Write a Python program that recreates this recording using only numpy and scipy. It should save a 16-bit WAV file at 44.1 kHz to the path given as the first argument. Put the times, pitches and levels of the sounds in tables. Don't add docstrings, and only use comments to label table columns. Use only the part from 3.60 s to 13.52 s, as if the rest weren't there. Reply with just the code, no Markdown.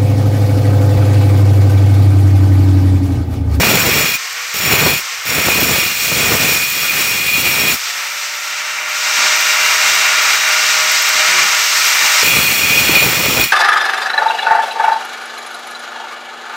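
import sys
import numpy as np
from scipy import signal
from scipy.fft import rfft, irfft, next_fast_len
from scipy.io import wavfile
from scipy.ndimage import uniform_filter1d, map_coordinates

SR = 44100
rng = np.random.default_rng(int(sys.argv[2]) if len(sys.argv) > 2 else 0)


def amp(db):
    return 10 ** (np.asarray(db, float) / 20)


def write(x):
    x = np.atleast_2d(x).T
    wavfile.write(sys.argv[1], SR, np.round(np.clip(x, -1, 1) * 32767).astype(np.int16))


N = 437472
T = np.arange(N) / SR
SIZE = next_fast_len(N)
HZ = np.arange(SIZE // 2 + 1) * SR / SIZE

# time in seconds, rush level in dB, hiss level in dB, thin top hiss level in dB.
MOTOR_LEVELS = [(0, -28.5, -28.5, -53), (1.6, -28, -30, -51.5), (2.4, -28.5, -28, -44),
                (4.12, -28, -29, -44), (4.25, -26.5, -26, -48), (4.6, -27.5, -27.5, -51),
                (5.22, -25, -28, -53), (5.5, -20, -21.5, -45.5), (5.62, -16.5, -19, -44.5),
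                (5.8, -18, -18.5, -43.5), (6.3, -16.5, -18.5, -43), (7.45, -18.5, -18.5, -44),
                (7.8, -16.5, -18, -44), (8.07, -20.5, -18, -41.5), (8.37, -17, -18, -39.5),
                (8.615, -18, -17, -39), (8.645, -25.5, -26.5, -40.5), (9.8, -28, -28.5, -48.5),
                (9.92, -29, -32, -55)]


def cutting():
    shake_db, ring_db, load_db = passes()
    shake = uniform_filter1d(amp(shake_db + 0.7 * walk(25)), size=200)
    ring = uniform_filter1d(amp(ring_db), size=200)
    lightest_spray_db, gain_per_shake_db = -27, 0.24
    spray_db = lightest_spray_db + gain_per_shake_db * np.clip(load_db, 0, None)
    spray_db = spray_db + np.clip(load_db, None, 0) + 0.85 * walk(15)
    spray = uniform_filter1d(amp(spray_db), size=200)
    chatter = walk(35)
    slab = slab_shake(shake, chatter)
    grit = rng.standard_normal(N) * amp(1.5 * walk(300) + 0.8 * chatter)
    low, high = disc_and_grit(grit, shake, ring)
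    return slab + ring * low + spray * high


def passes():
    # time in seconds, slab shake in dB, disc ring in dB.
    pass_curves = [
        [(0.0, -19, -25), (0.028, -16.5, -17.5), (0.188, -20.5, -17.5), (0.234, -23, -21), (0.274, -21.5, -24),
         (0.316, -22, -19.5), (0.434, -21, -18), (0.554, -37.5, -21), (0.58, -62, -37)],
        [(0.94, -40.5, -30), (1.13, -18.5, -18.5), (1.154, -23, -18.5), (1.232, -18.5, -20), (1.25, -21, -17),
         (1.276, -18.5, -19), (1.344, -29, -18.5), (1.394, -40, -25), (1.43, -62, -45)],
        [(1.65, -49, -41), (1.664, -34.5, -28), (1.802, -22, -20), (1.832, -29, -21), (1.862, -22, -23),
         (1.938, -25.5, -18), (2.014, -21.5, -20), (2.118, -22, -21.5), (2.33, -36, -19)],
        [(2.33, -43.5, -22), (2.516, -26.5, -18.5), (2.662, -26, -21), (2.708, -22.5, -18), (2.742, -19.5, -29),
         (2.788, -26.5, -20), (2.814, -22, -18), (3.028, -33.5, -20), (3.07, -39, -22)],
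        [(3.07, -40, -23), (3.252, -32.5, -20.5), (3.298, -38, -19.5), (3.36, -30, -22), (3.724, -36, -18),
         (3.778, -30.5, -19), (4.096, -25.5, -15.5), (4.142, -28, -26), (4.18, -57, -38)],
        [(8.625, -31, -16), (8.667, -25, -13.5), (8.967, -30.5, -17), (9.309, -23.5, -15.5), (9.399, -26, -12),
         (9.449, -19, -20), (9.499, -25.5, -18.5), (9.813, -22, -17.5), (9.92, -52, -24)],
    ]
    lightest_contact_db = -43.5
    curves = [columns(curve, outside=-200) for curve in pass_curves]
    shake_db, ring_db = (np.max(together, axis=0) for together in zip(*curves))
    return shake_db, ring_db, shake_db - lightest_contact_db


def slab_shake(shake, chatter):
    # frequency in Hz, relative level in dB per Hz.
    slab_colour = [(15, -52), (30, -17), (76, -1.5), (156, -4.5), (381, -2.5), (493, -1.5), (769, -5),
                   (1500, -9.5), (1950, -13), (3300, -120)]
    # frequency in Hz, width in Hz, level in dB over the slab noise.
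    spindle_wobble = (150, 42, 6.9)
    wobble_hz, wobble_width, wobble_db = spindle_wobble
    jolts = rng.standard_normal(N) * amp(2.4 * walk(160) + 0.7 * chatter)
    wobble = 1 + amp(wobble_db) * np.abs(mode(wobble_hz, wobble_width))
    noise = banded(shaped(jolts, colour(slab_colour) * wobble), 60, 400)
    return amp(-0.5) * shake * noise + thuds(shake)


def thuds(shake):
    # start in seconds, level in dB before the decay, thud pitch in Hz.
    marked_touches = [(0.945, -21, 471), (1.229, -9, 240), (1.654, -28, 530), (1.782, -9, 231),
                      (1.958, -14, 353), (2.028, -6, 280), (2.749, -10, 520), (2.799, -15, 303),
                      (8.63, -11.5, 455), (8.83, -26, 323), (9.105, -11, 223), (9.293, -5, 322),
                      (9.341, -18, 202), (9.456, -18, 350), (9.684, -8, 248), (9.8, -14, 460)]
    snags_per_s, loudest_snag_db = 30, 5
    lowest_hz, highest_hz = 150, 500
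    decay_s = 0.004
    chance = rng.random((int(snags_per_s * N / SR), 3))
    at = (chance[:, 0] * (N - 1)).astype(int)
    snag_gain = shake[at] * amp(loudest_snag_db - 10 * chance[:, 1])
    snag_hz = lowest_hz * (highest_hz / lowest_hz) ** chance[:, 2]
    marked = [(int(s * SR), amp(db), hz) for s, db, hz in marked_touches]
    out, after = np.zeros(N + 1500), T[:1500]
    for i, gain, hz in [*marked, *zip(at, snag_gain, snag_hz)]:
        out[i:i + len(after)] += gain * np.exp(-after / decay_s) * np.sin(2 * np.pi * hz * after)
    return out[:N]


def disc_and_grit(grit, shake, ring):
    # frequency in Hz, width in Hz, relative level in dB.
    disc_modes = [(2340, 80, -10), (2465, 70, 0), (2765, 70, -10.5), (3330, 60, -11.5), (3900, 50, -19),
                  (4280, 50, -11), (5545, 60, -8.5), (6790, 70, -15), (7090, 80, -11), (7800, 40, -19),
                  (8000, 110, -19), (8500, 40, -22), (8870, 90, -18), (9360, 90, -25), (10000, 60, -28),
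                  (10590, 90, -22), (10880, 80, -19), (11820, 100, -20), (12500, 86, -21), (12950, 89, -18),
                  (13810, 220, -13), (14330, 60, -17), (14870, 90, -14), (15200, 90, -15)]
    # frequency in Hz, relative level in dB per Hz.
    grit_colour = [(1650, -22), (2800, 2), (3710, 5), (5520, 1), (6420, -40), (7000, 0), (9970, -36),
                   (10600, -8), (14100, -10.5), (15700, 1)]
    steady_share, steady_waver_hz = 0.65, 12
    spectrum = rfft(grit, SIZE)
    pressure = uniform_filter1d(shake / (shake + 0.54 * ring + 1e-9), size=2000)
    low, middle = np.zeros(N), np.zeros(N)
    high = amp(-26.5) * shaped(grit, colour(grit_colour))
    for hz, width, db in disc_modes:
        free = unit(irfft(spectrum * mode(hz, 0.5 * width), SIZE)[:N])
        damped = unit(irfft(spectrum * mode(hz, 1.6 * width), SIZE)[:N])
        if hz < 7500:
            steady = wavering(hz * T, steady_waver_hz)
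            free = np.sqrt(1 - steady_share) * free + np.sqrt(2 * steady_share) * steady
        level = amp(db + walk(9)) * np.sqrt(width * np.pi / SR)
        rung = level * ((1 - pressure) * free + pressure * damped)
        if hz < 3000:
            low = low + rung
        elif hz < 5000:
            middle = middle + rung
        else:
            high = high + rung
    low = banded(low + stiffened(middle), 2300, 2600)
    high = banded(stiffened(high), 11500, 15500)
    return low, high


def stiffened(x):
    # time from which it counts in seconds, pitch factor.
    cooled_disc = (6.0, 1.011)
    from_s, factor = cooled_disc
    place = np.where(T > from_s, N - 1 - (N - 1 - np.arange(N)) * factor, np.arange(N))
    return map_coordinates(x, [place], order=5)


def motor():
    # frequency in Hz, relative level in dB per Hz.
    rush_colour = [(24, -68), (40, -44.5), (552, -17), (610, -11.5), (691, -11.5), (956, -5.5),
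                   (1030, -8.5), (1390, -2), (2350, 1.5), (3330, -5), (5780, -8), (8200, -10.5),
                   (10000, -25), (12900, -17), (15700, -22)]
    # frequency in Hz, width in Hz, level in dB.
    housing_modes = [(470, 50, -3), (1180, 60, 0), (1300, 50, 1), (1415, 60, -4), (1860, 40, -2),
                     (2100, 200, -4), (2350, 90, -4), (2740, 70, -2), (5650, 700, -6), (15000, 50, -3)]
    load_gains = (0.27, 0.19, 0.21)
    load_db = uniform_filter1d(np.clip(passes()[2], 0, None), size=1500)
    rush_db, hiss_db, top_db = (db + gain * load_db + 0.7 * walk(12)
                                for db, gain in zip(columns(MOTOR_LEVELS), load_gains))
    resonance = sum(amp(db) * mode(hz, width) for hz, width, db in housing_modes)
    body = colour(rush_colour) * (1 + np.abs(resonance))
    above_3k, above_9k = (HZ ** 6 / (HZ ** 6 + hz ** 6) for hz in (3300., 8500.))
    flutter = amp(0.5 * walk(40))
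    rush, hiss, top = (shaped(rng.standard_normal(N) * flutter, body * share)
                       for share in (1 - above_3k, above_3k - above_9k, above_9k))
    rush = banded(rush, 1100, 2200)
    hiss = banded(hiss, 4400, 6700)
    top = banded(top, 9200, 10000)
    return amp(rush_db) * (rush + armature_whine()) + amp(hiss_db) * hiss + amp(top_db) * top


def armature_whine():
    # time in seconds, armature speed in turns per second, whine level in dB over the rush.
    armature_curve = [(0, 470, -24), (.6, 470, -20), (.93, 500, -20), (1.4, 470, -20), (1.65, 495, -20),
                      (4.15, 545, -24), (4.3, 563, -17), (4.6, 587, -16), (5.0, 605, -16), (5.6, 615, -16),
                      (6.5, 620, -15), (7.6, 619.5, -15), (8.0, 619, -18), (8.6, 619, -16), (8.8, 520, -24),
                      (9.92, 500, -24)]
    # multiple of the armature speed, relative level in dB, pitch waver in Hz.
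    whine_partials = [(1, -1, 1.38), (1.285, -5, 7.74), (1.563, -0.5, 6), (1.86, -10, 13),
                      (2.221, -17, 13.7), (2.3, 8, 14), (3.43, 1.5, 14), (3.8, 5, 20), (4.48, 7.5, 12),
                      (4.999, -16, 11.4), (6.14, 4, 18)]
    speed, whine_db = columns(armature_curve)
    turns = np.cumsum(speed) / SR
    partials = sum(amp(db + 2.0 * walk(14)) * wavering(k * turns, waver_hz)
                   for k, db, waver_hz in whine_partials)
    return amp(whine_db) * partials


def bar():
    # start in seconds, level in dB,
    # drag length in seconds, share of air-column tone from 0 to 1.
    bar_touches = [(5.575, -40.5, 0.08, .1), (6.28, -45.5, 0.14, 1), (7.15, -42, 0.12, 1),
                   (7.54, -42, 0.035, .2), (7.675, -34.5, 0.18, 0.8), (8.0, -49, 0.21, 0.8),
                   (8.41, -41, 0.028, 0.2)]
    # frequency in Hz, pitch waver in Hz, relative level in dB.
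    tube_tones = [(140, 12, -8), (187, 4, -7), (371.5, 2, 0), (559, 3, -2)]
    # frequency in Hz, relative level in dB per Hz.
    knock_colour = [(50, -20), (100, 2), (300, 11), (600, -14), (1200, -19)]
    tone = unit(sum(amp(db + 2 * walk(15)) * wavering(hz * T, waver_hz)
                    for hz, waver_hz, db in tube_tones))
    knock = unit(shaped(rng.standard_normal(N), colour(knock_colour)))
    out = np.zeros(N)
    for s, db, drag, share in bar_touches:
        rise = np.clip((T - s) / 0.008, 0, 1)
        fall = np.exp(-np.clip(T - s - drag, 0, 1) / 0.024)
        out += amp(db) * rise * fall * (share * tone + (1 - share) * knock)
    return out


def ticks():
    # start in seconds, level in dB.
    loud_ticks = [(5.8067, -21.5), (6.4577, -23.5), (6.6218, -24.5), (7.3148, -21), (7.4205, -18),
                  (7.4584, -24.5), (7.4879, -19), (7.9848, -24.5), (8.0366, -23.5), (8.2696, -21.5),
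                  (8.3709, -32)]
    # frequency in Hz, width in Hz, relative level in dB.
    tick_modes = [(12600, 900, -10), (13900, 900, 2)]
    faint_per_s, loudest_faint_db, rise_s = 6, -6, 0.0023
    chance = rng.random((int(faint_per_s * N / SR), 2))
    faint_s = chance[:, 0] * T[-1]
    rush_db = np.interp(faint_s, T, columns(MOTOR_LEVELS)[0])
    faint_db = rush_db + loudest_faint_db - 8 * chance[:, 1]
    clicks = np.zeros(N)
    for s, db in [*loud_ticks, *zip(faint_s, faint_db)]:
        clicks[int(s * SR)] += amp(db)
    after = T[:2000] / rise_s
    burst = signal.fftconvolve(clicks, after * np.exp(1 - after))[:N]
    resonances = sum(amp(db) * mode(hz, width) ** 2 for hz, width, db in tick_modes)
    return burst * unit(shaped(rng.standard_normal(N), resonances))


def rumble():
    # time in seconds, level in dB.
    rumble_curve = [(4.25, -62), (4.6, -75), (5.3, -65), (5.55, -53), (5.75, -59), (6.41, -49), (6.87, -59),
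                    (8.3, -57)]
    noise = unit(shaped(rng.standard_normal(N), mode(89.0, 88.0) ** 3))
    return amp(columns(rumble_curve)[0]) * noise


def unit(x):
    return x / np.sqrt(np.mean(x ** 2))


def shaped(x, response):
    return irfft(rfft(x, SIZE) * response, SIZE)[:N]


def colour(points):
    hz, db = np.transpose(points)
    return amp(np.interp(np.log(HZ + 1), np.log(hz), db))


def mode(hz, width):
    return 1j * HZ * width / (hz ** 2 - HZ ** 2 + 1j * HZ * width)


def banded(x, lo_hz, hi_hz):
    return x / np.std(shaped(x, (HZ > lo_hz) & (HZ < hi_hz)))


def walk(rate):
    k = int(SR / rate)
    held = np.repeat(rng.standard_normal(N // k + 1), k)
    return unit(uniform_filter1d(uniform_filter1d(held, k), k)[:N])


def wavering(turns, waver_hz):
    return np.sin(2 * np.pi * (turns + np.cumsum(waver_hz * walk(30)) / SR))


def columns(table, outside=None):
    s, *values = np.transpose(table)
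    return [np.interp(T, s, v, outside, outside) for v in values]


def scene():
    return np.tile(cutting() + motor() + bar() + ticks() + rumble(), (2, 1))


def roll_off(x):
    return signal.sosfilt(signal.butter(12, 16870, fs=SR, output="sos"), x)


def record(dry):
    mic_low_hz, top_hz = 45.2, 15750
    bass_cut = signal.butter(2, mic_low_hz, "high", fs=SR, output="sos")
    heard = signal.sosfilt(bass_cut, dry)
    rounded = heard / (1 + np.abs(heard) ** 6) ** (1 / 6)
    top_cut = signal.ellip(12, 0.2, 80, top_hz, fs=SR, output="sos")
    finished = signal.sosfilt(top_cut, rounded)
    return roll_off(finished)


dry = scene()
out = record(dry)
write(out)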